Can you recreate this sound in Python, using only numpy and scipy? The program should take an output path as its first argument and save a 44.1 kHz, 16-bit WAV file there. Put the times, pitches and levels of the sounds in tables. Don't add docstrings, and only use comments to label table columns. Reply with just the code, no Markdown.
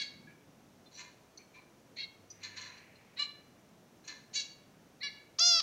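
import sys
import numpy as np
from scipy import signal
from scipy.fft import rfft, irfft, next_fast_len
from scipy.io import wavfile
from scipy.ndimage import uniform_filter1d, map_coordinates

SR = 44100
rng = np.random.default_rng(int(sys.argv[2]) if len(sys.argv) > 2 else 0)


def dump(signal):
    limited = np.clip(np.atleast_2d(signal).T, -1, 1)
    pcm = np.round(limited * 32767).astype(np.int16)
    wavfile.write(sys.argv[1], SR, pcm)


N = 247842

# start in seconds, lead-in in seconds, length in seconds, pitch in Hz,
# sag of the pitch in Hz per second, level in dB, lead-in level in dB relative to that, base roughness 0-1,
# delay of the shrill flare in seconds, flare in dB, whistle lift in dB, spread of the pulses in radians,
# cage echoes in dB, room ring in dB (both relative to the direct sound's gain).
CHIRP_ROWS = [(-.045, .015, 0.065, 567, 403, -33, -8, 0.28, 0.014, -1, 7, 1.4, -4.5, -9),
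              (1.96, 0.022, 0.053, 549, 4, -39.5, -7, 0.22, .007, 32.5, 8.5, 3.3, 3.5, -11),
              (3.164, 0.021, .06, 580.7, -260, -31, -13.5, 0.15, 0.032, 12.5, 8, 1.75, -4, -13),
              (4.33, 0.014, 0.072, 567.7, 222, -33, -9.5, 0.21, .019, 22, 0, 1.4, -8, -11.5),
              (5.004, 0.016, 0.073, 577.2, 498, -36.5, -7.5, 0.13, 0.041, 24, 24, 1.4, -8.5, -12)]
# number of the harmonic, its relative level in dB.
CHIRP_THROAT_1 = [(1, -46.5), (2, -43.5), (3, -23.5), (4, -16.5), (5, -24.5), (6, -19), (7, -15.5),
                  (8, -9.5), (9, -23), (10, -28.5), (11, -26), (12, -28), (13, -35), (14, -42), (15, -44),
                  (16, -41)]
CHIRP_THROAT_2 = [(1, -56), (2, -60), (3, -24), (4, -3.5), (5, -8.5), (6, -8), (7, -5.5), (8, 4), (9, -20),
                  (10, -21), (11, -22), (12, -31), (13, -36), (14, -43)]
CHIRP_THROAT_3 = [(1, -41.5), (2, -23), (3, -21), (4, -16), (5, -12.5), (6, -22), (7, -5), (8, -25),
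                  (9, -24), (10, -31), (11, -37), (12, -34.5), (13, -31.5), (14, -46), (15, -46), (16, -55)]
CHIRP_THROAT_4 = [(1, -34), (2, -31), (3, -17), (4, -9), (5, -7.5), (6, -11.5), (7, -0.5), (8, 2),
                  (9, -12.5), (10, -8), (11, -6.5), (12, -8), (13, -16), (14, -26.5), (15, -34), (16, -36),
                  (17, -32)]
CHIRP_THROAT_5 = [(1, -51), (2, -20.5), (3, -4.5), (4, -0.5), (5, -3.5), (6, -7.5), (7, 1.5), (8, -1),
                  (9, -8.5), (10, -8), (11, -34), (12, -50), (13, -37), (14, -44), (15, -32), (16, -30)]
CHIRP_THROATS = (CHIRP_THROAT_1, CHIRP_THROAT_2, CHIRP_THROAT_3, CHIRP_THROAT_4, CHIRP_THROAT_5)
ONSET_S, ONSET_DB, SWELL_S = 0.013, -18, 0.016
RELEASE_S, RELEASE_DB = 0.016, 17
RISE_S, SCOOP, DROP = 0.034, 0.19, 0.095
EDGE_ROUGH = 1.9
SHRILL_DB, END_FLARE_DB, FLARE_S = -7.5, 14.5, 0.011
DIP_DB, DIP_BEFORE_S, DIP_WIDTH_S = 5, 0.011, 0.0059


def chirps():
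    track = np.zeros(N)
    for row, throat in zip(CHIRP_ROWS, CHIRP_THROATS):
        (start, lead, length, hz, sag, db, lead_db, rough,
         flare_s, flare_db, whistle_db, smear, near_db, tail_db) = row
        t = np.arange(max(-start, 0), length + RELEASE_S, 1 / SR)
        rising = 1 - ease(t / RISE_S)
        release = np.maximum(t - length, 0) / RELEASE_S

        pitch = hz - sag * np.maximum(t - RISE_S, 0)
        pitch = pitch * (1 - SCOOP * rising - DROP * release)

        level_db = db + ONSET_DB * (1 - ease(t / ONSET_S))
        level_db = level_db + lead_db * (1 - ease((t - lead) / SWELL_S))
        level_db = level_db - RELEASE_DB * release
        level_db = level_db - DIP_DB * bell(t, length - DIP_BEFORE_S, DIP_WIDTH_S)

        shrill_db = SHRILL_DB + flare_db * bell(t, flare_s, FLARE_S)
        shrill_db = shrill_db + END_FLARE_DB * ease((t - length) / FLARE_S + .5)
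        roughness = rough * (1 + EDGE_ROUGH * (rising + release))
        voice = call(start, pitch, level_db, roughness, shrill_db, throat, whistle_db, smear)
        track += in_room(voice, near_db, tail_db)
    return track


# time in seconds, pitch in Hz, level in dB.
LONG_CALL_PATH = [(5.384, 542, -36), (5.394, 637, -26), (5.4, 662, -27), (5.422, 693, -23.5),
                  (5.476, 706.5, -23.5), (5.54, 681.4, -24.5), (5.598, 650.6, -29.5), (5.604, 584, -28),
                  (5.612, 558, -41)]
# number of the harmonic, its relative level in dB.
LONG_CALL_THROAT = [(1, -25), (2, -18.5), (3, -28.5), (4, -20.5), (5, -8.5), (6, -9), (7, 0), (8, -4.5),
                    (9, -13), (10, -22.5), (11, -34.5), (12, -34.5), (13, -44.5), (14, -49), (15, -40.5),
                    (16, -54), (17, -48.5), (18, -44), (19, -40), (20, -55), (21, -54)]


def long_call(attack_s=0.0052, onset_db=-16, flare_at_s=0.012, flare_width_s=0.0039, flare_db=26,
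              rest_db=-3, crest_db=14, crest_width_s=0.031, rough=0.032, flare_rough=0.52, slack_rough=0.4):
    s, hz, db = np.transpose(LONG_CALL_PATH)
    t = np.arange(s[0], s[-1], 1 / SR)
    pitch = np.interp(t, s, hz)

    edges = ease((t - s[0]) / attack_s) * ease((s[-1] - t) / attack_s)
    level_db = np.interp(t, s, db) + onset_db * (1 - edges)

    flare = bell(t, s[0] + flare_at_s, flare_width_s)
    crest = bell(t, t[np.argmax(pitch)], crest_width_s)
    shrill_db = rest_db + flare_db * flare + crest_db * crest

    slack = np.maximum(1 - pitch / pitch.mean(), 0)
    roughness = rough + flare_rough * flare + slack_rough * slack
    return call(s[0], pitch, level_db, roughness, shrill_db, LONG_CALL_THROAT, whistle_db=6.5, smear=.1,
                whistle_hz=1200, whistle_width_hz=360, shrill_hz=6640)


def call(start, pitch, level_db, rough, shrill_db, throat, whistle_db, smear, whistle_hz=2070,
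         whistle_width_hz=210, sag=0.03, shrill_hz=6800, shrill_width_hz=520):
    held_hz = np.average(pitch, weights=amp(2 * level_db))
    spectrum = [(k * held_hz, db) for k, db in throat]
    spectrum = [(held_hz / 2, -60)] + spectrum + [((len(throat) + 2) * held_hz, -64)]
    voice = resonate(syrinx(pitch, rough, smear), spectrum)

    pinch = amp(whistle_db * np.clip((1 - pitch / held_hz) / sag, 0, 1)) - 1
    whistle = filtered(voice, lambda hz: bell(hz, whistle_hz, whistle_width_hz)
                       + bell(hz, 2 * whistle_hz, whistle_width_hz))
    shrill = filtered(voice, lambda hz: bell(hz, shrill_hz, shrill_width_hz))
    voice = voice + pinch * whistle + (amp(shrill_db) - 1) * shrill

    power = uniform_filter1d(uniform_filter1d(voice ** 2, size=240), size=160)
    track = np.zeros(N)
    add(track, start, amp(level_db) * voice / np.sqrt(np.abs(power) + 1e-12))
    return track


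def syrinx(pitch, rough, smear, jitter=0.0345, count=26):
    n = len(pitch)
    rough = np.clip(rough, 0, 1)
    unsteady_pitch = pitch * (1 + jitter * rough * wobble(433.6, n))
    phase = 2 * np.pi * np.cumsum(unsteady_pitch) / SR
    lag = smear * rng.standard_normal(count + 1)
    pulses = unit(sum(np.cos(k * phase + lag[k]) * (k * pitch < SR / 2) for k in range(1, count + 1)))
    puffs = unit(rng.standard_normal(n) * (1 + np.cos(phase)))
    return np.sqrt(1 - rough ** 2) * pulses + rough * puffs


def resonate(x, spectrum, size=2048):
    gain = amp(along(spectrum, np.fft.rfftfreq(size, 1 / SR)))
    cepstrum = irfft(np.log(gain))
    cepstrum[1:size // 2] *= 2
    cepstrum[size // 2 + 1:] = 0
    ringing = irfft(np.exp(rfft(cepstrum)))
    return signal.fftconvolve(x, ringing)[:len(x)]


# start in seconds, swell in seconds, fade in seconds, level in dB before the mix,
# final tilt in dB per octave, extra level of the lowest resonance in dB, resonance favoured by the beak in Hz.
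HOARSE_ROWS = [(.943, 0.0584, 0.0386, -47, 1.7, 2.5, 2530), (1.54, 0.014, 0.07, -63.5, -2.5, 9.5, 3500),
               (2.428, 0.0064, 0.047, -46.5, -2.5, -9, 2400), (2.556, 0.032, 0.035, -46.5, -4, -8, 1680),
               (2.609, 0.0084, 0.088, -49.5, 0.5, -1, 4340), (2.77, 0.013, .034, -60.5, -6.5, -10, 4130),
               (4.071, 0.0145, 0.0311, -43, -0.9, -6, 2400)]
# centre in Hz, width in Hz, level in dB before tilt and beak.
HOARSE_RESONANCES = [(1002, 66, 14), (1685, 380, 3.5), (2093, 110, 6), (2520, 210, 1), (2960, 300, -8),
                     (3440, 56, -4), (4154, 580, 3.5), (4420, 110, -14.5), (5270, 280, -19.5),
                     (5840, 220, -4), (6590, 420, -6.5), (7340, 280, -15)]
HOARSE_HZ, HOARSE_ROUGH = 588, 0.79
LEAD_S, LEAD_DB = 0.036, -17
BRIGHT_DB, DARKEN_S = 7.5, 0.055
BEAK_DB, BEAK_WIDTH_HZ = 3, 240


def hoarse_calls(arch=0.0609, patchy_db=3.5, patch_rate=45, grain_db=2.5, grain_rate=300):
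    track = np.zeros(N)
    centres, widths, levels = np.transpose(HOARSE_RESONANCES)
    for s, swell, fade, db, tilt_db, low_db, beak_hz in HOARSE_ROWS:
        t = np.arange(-LEAD_S, swell + 2 * fade, 1 / SR)
        lead = amp(LEAD_DB) * ease(2 * (1 + t / LEAD_S))
        growing = lead + (1 - lead) * ease(t / swell)
        effort = np.where(t < swell, growing, np.exp(-((t - swell) / fade) ** 2))

        source = syrinx(HOARSE_HZ * (1 + arch * (effort - 1)), HOARSE_ROUGH, smear=1.57)
        source = source * amp(grain_db * wobble(grain_rate, len(t)))

        tilt = tilt_db + BRIGHT_DB * (1 - ease(t / (swell + DARKEN_S)))
        octaves = np.log2(centres / centres[0])
        colour_db = levels + BEAK_DB * bell(centres, beak_hz, BEAK_WIDTH_HZ)
        gains = amp(colour_db[:, None] + octaves[:, None] * tilt)
        gains[0] *= amp(low_db)
        gains /= np.sqrt(widths @ gains ** 2)

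        voice = np.zeros(len(t))
        for c, w, g in zip(centres, widths, gains):
            ringing = filtered(source, lambda hz: 1 / (1 + (2 * (hz - c) / w) ** 2))
            voice += g * amp(patchy_db * wobble(patch_rate, len(t))) * ringing
        add(track, s - LEAD_S, amp(db) * effort * unit(voice))
    return track


# start in seconds, length in seconds, pitch in Hz, level in dB before the mix,
# second pitch in Hz, second level in dB before the mix, rasp as a share of the pitch.
PEEP_ROWS = [(0.271, 0.018, 1677, -52, 2340, -62, 0.019), (0.28, 0.062, 2324, -60.5, 1694, -60, 0.06),
             (0.856, 0.025, 4080, -61, 3560, -63, 0.022), (0.928, 0.095, 5900, -54.5, 4050, -61, 0.026),
             (1.373, 0.013, 6030, -48, 4340, -48.5, .045), (1.381, 0.047, 2296, -60, 4170, -87, 0.079),
             (1.53, 0.085, 2331, -56, 4010, -67, 0.058), (2.3, 0.021, 5960, -44.5, 4850, -54, 0.033),
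             (2.413, 0.067, 2387, -54.5, 4050, -68, 0.093), (2.954, 0.013, 4170, -58, 4850, -77, 0.051),
             (4.035, 0.061, 4160, -57, 6360, -67, 0.013)]


def peeps(rasp_rate=1800):
    track = np.zeros(N)
    for s, length, first_hz, first_db, second_hz, second_db, rasp in PEEP_ROWS:
        n = int(length * SR)
        for hz, db in (first_hz, first_db), (second_hz, second_db):
            phase = 2 * np.pi * np.cumsum(hz * (1 + rasp * wobble(rasp_rate, n))) / SR
            tone = np.sin(phase) * signal.windows.tukey(n, .5)
            add(track, s, amp(db) * unit(tone))
    return track


# frequency in Hz, time in seconds for the ring to fall by 60 dB.
WALL_RING = [(300, 0.83), (2000, 0.64), (4000, 0.47), (7000, 0.42), (14000, 0.073)]


def in_room(x, near_db, tail_db, near_t60=0.12, gap_s=0.004):
    hz, t, z = signal.stft(rng.standard_normal(SR), SR, nperseg=256)
    z = z * amp(-60 * t / along(WALL_RING, hz)[:, None])
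    tail = signal.istft(z, SR, nperseg=256)[1][:SR]
    t = np.arange(SR) / SR
    tail = tail * (1 - np.exp(-t / 0.012))

    scattered = rng.standard_normal(SR) * (rng.random(SR) < .02)
    near = scattered * amp(-60 * t / near_t60) * (t > gap_s)
    echoes = amp(tail_db) * tail / np.linalg.norm(tail) + amp(near_db) * near / np.linalg.norm(near)
    return x + signal.fftconvolve(x, echoes)[:N]


def wash(start=2.28, swell=0.38, fade=0.29, centre_hz=2200, width_hz=520, db=-58):
    t = np.arange(N) / SR - start
    level = np.clip(t / swell, 0, 1) * np.exp(-np.maximum(t - swell, 0) / fade)
    rush = unit(filtered(rng.standard_normal(N), lambda hz: bell(hz, centre_hz, width_hz)))
    return amp(db) * level * rush


def drone(hz=101, middle=2.5, spread=0.25, db=-68):
    t = np.arange(N) / SR
    hum = unit(np.sin(2 * np.pi * hz * t + .7 * wobble(7.1, N)))
    return amp(db) * bell(t, middle, spread) * hum


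# frequency in Hz, relative level in dB per Hz.
FLOOR_COLOUR = [(20, -17.5), (60, -10), (105, -2), (240, 0.5), (400, -3.5), (620, -5.5), (1000, -11),
                (2200, -17), (5000, -22), (5850, -18.5), (8000, -26.5), (11000, -28.5), (15500, -30)]
# middle in seconds, spread in seconds, level in dB.
RUMBLE_SWELLS = [(.2, 0.1, -61), (.6, .2, -64.5), (4.4, 1, -69)]


def room_floor(floor_db=-62.5, low_hz=175, octaves=0.85):
    steady = unit(filtered(rng.standard_normal(N), lambda hz: amp(along(FLOOR_COLOUR, hz))))
    low = unit(filtered(rng.standard_normal(N),
                        lambda hz: np.exp(-(np.log2((hz + 1) / low_hz) / octaves) ** 2)))
    t = np.arange(N) / SR
    swelling = sum(amp(db) * bell(t, middle, spread) for middle, spread, db in RUMBLE_SWELLS)
    return amp(floor_db) * steady + low * swelling


def amp(db):
    return 10 ** (np.asarray(db) / 20)


def unit(x):
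    return x / np.sqrt(np.mean(x ** 2) + 1e-20)


def ease(x):
    return np.sin(np.pi / 2 * np.clip(x, 0, 1)) ** 2


def bell(x, centre, width):
    return np.exp(-.5 * ((x - centre) / width) ** 2)


def wobble(rate, n):
    knots = rng.standard_normal(int(n * rate / SR) + 4)
    return map_coordinates(knots, [np.arange(n) * rate / SR])


def along(points, hz):
    f, v = np.transpose(points)
    return np.interp(np.log(hz + 1), np.log(f + 1), v)


def filtered(x, gain):
    m = next_fast_len(len(x) + 8192)
    return irfft(rfft(x, m) * gain(np.fft.rfftfreq(m, 1 / SR)), m)[:len(x)]


def add(track, s, sound):
    part = track[max(0, round(s * SR)):][:len(sound)]
    part += sound[:len(part)]


def scene():
    birds = (chirps()
             + in_room(long_call(), near_db=-20.0, tail_db=-14.5)
             + amp(-0.5) * in_room(hoarse_calls(), near_db=-10.0, tail_db=-8)
             + amp(-6.0) * in_room(peeps(), near_db=-9.0, tail_db=-12.5))
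    return (birds + wash() + room_floor() + drone())[None]


def record(dry, top_hz=15800):
    return np.array([filtered(channel, lambda hz: hz < top_hz) for channel in dry])


dry = scene()
out = record(dry)
dump(out)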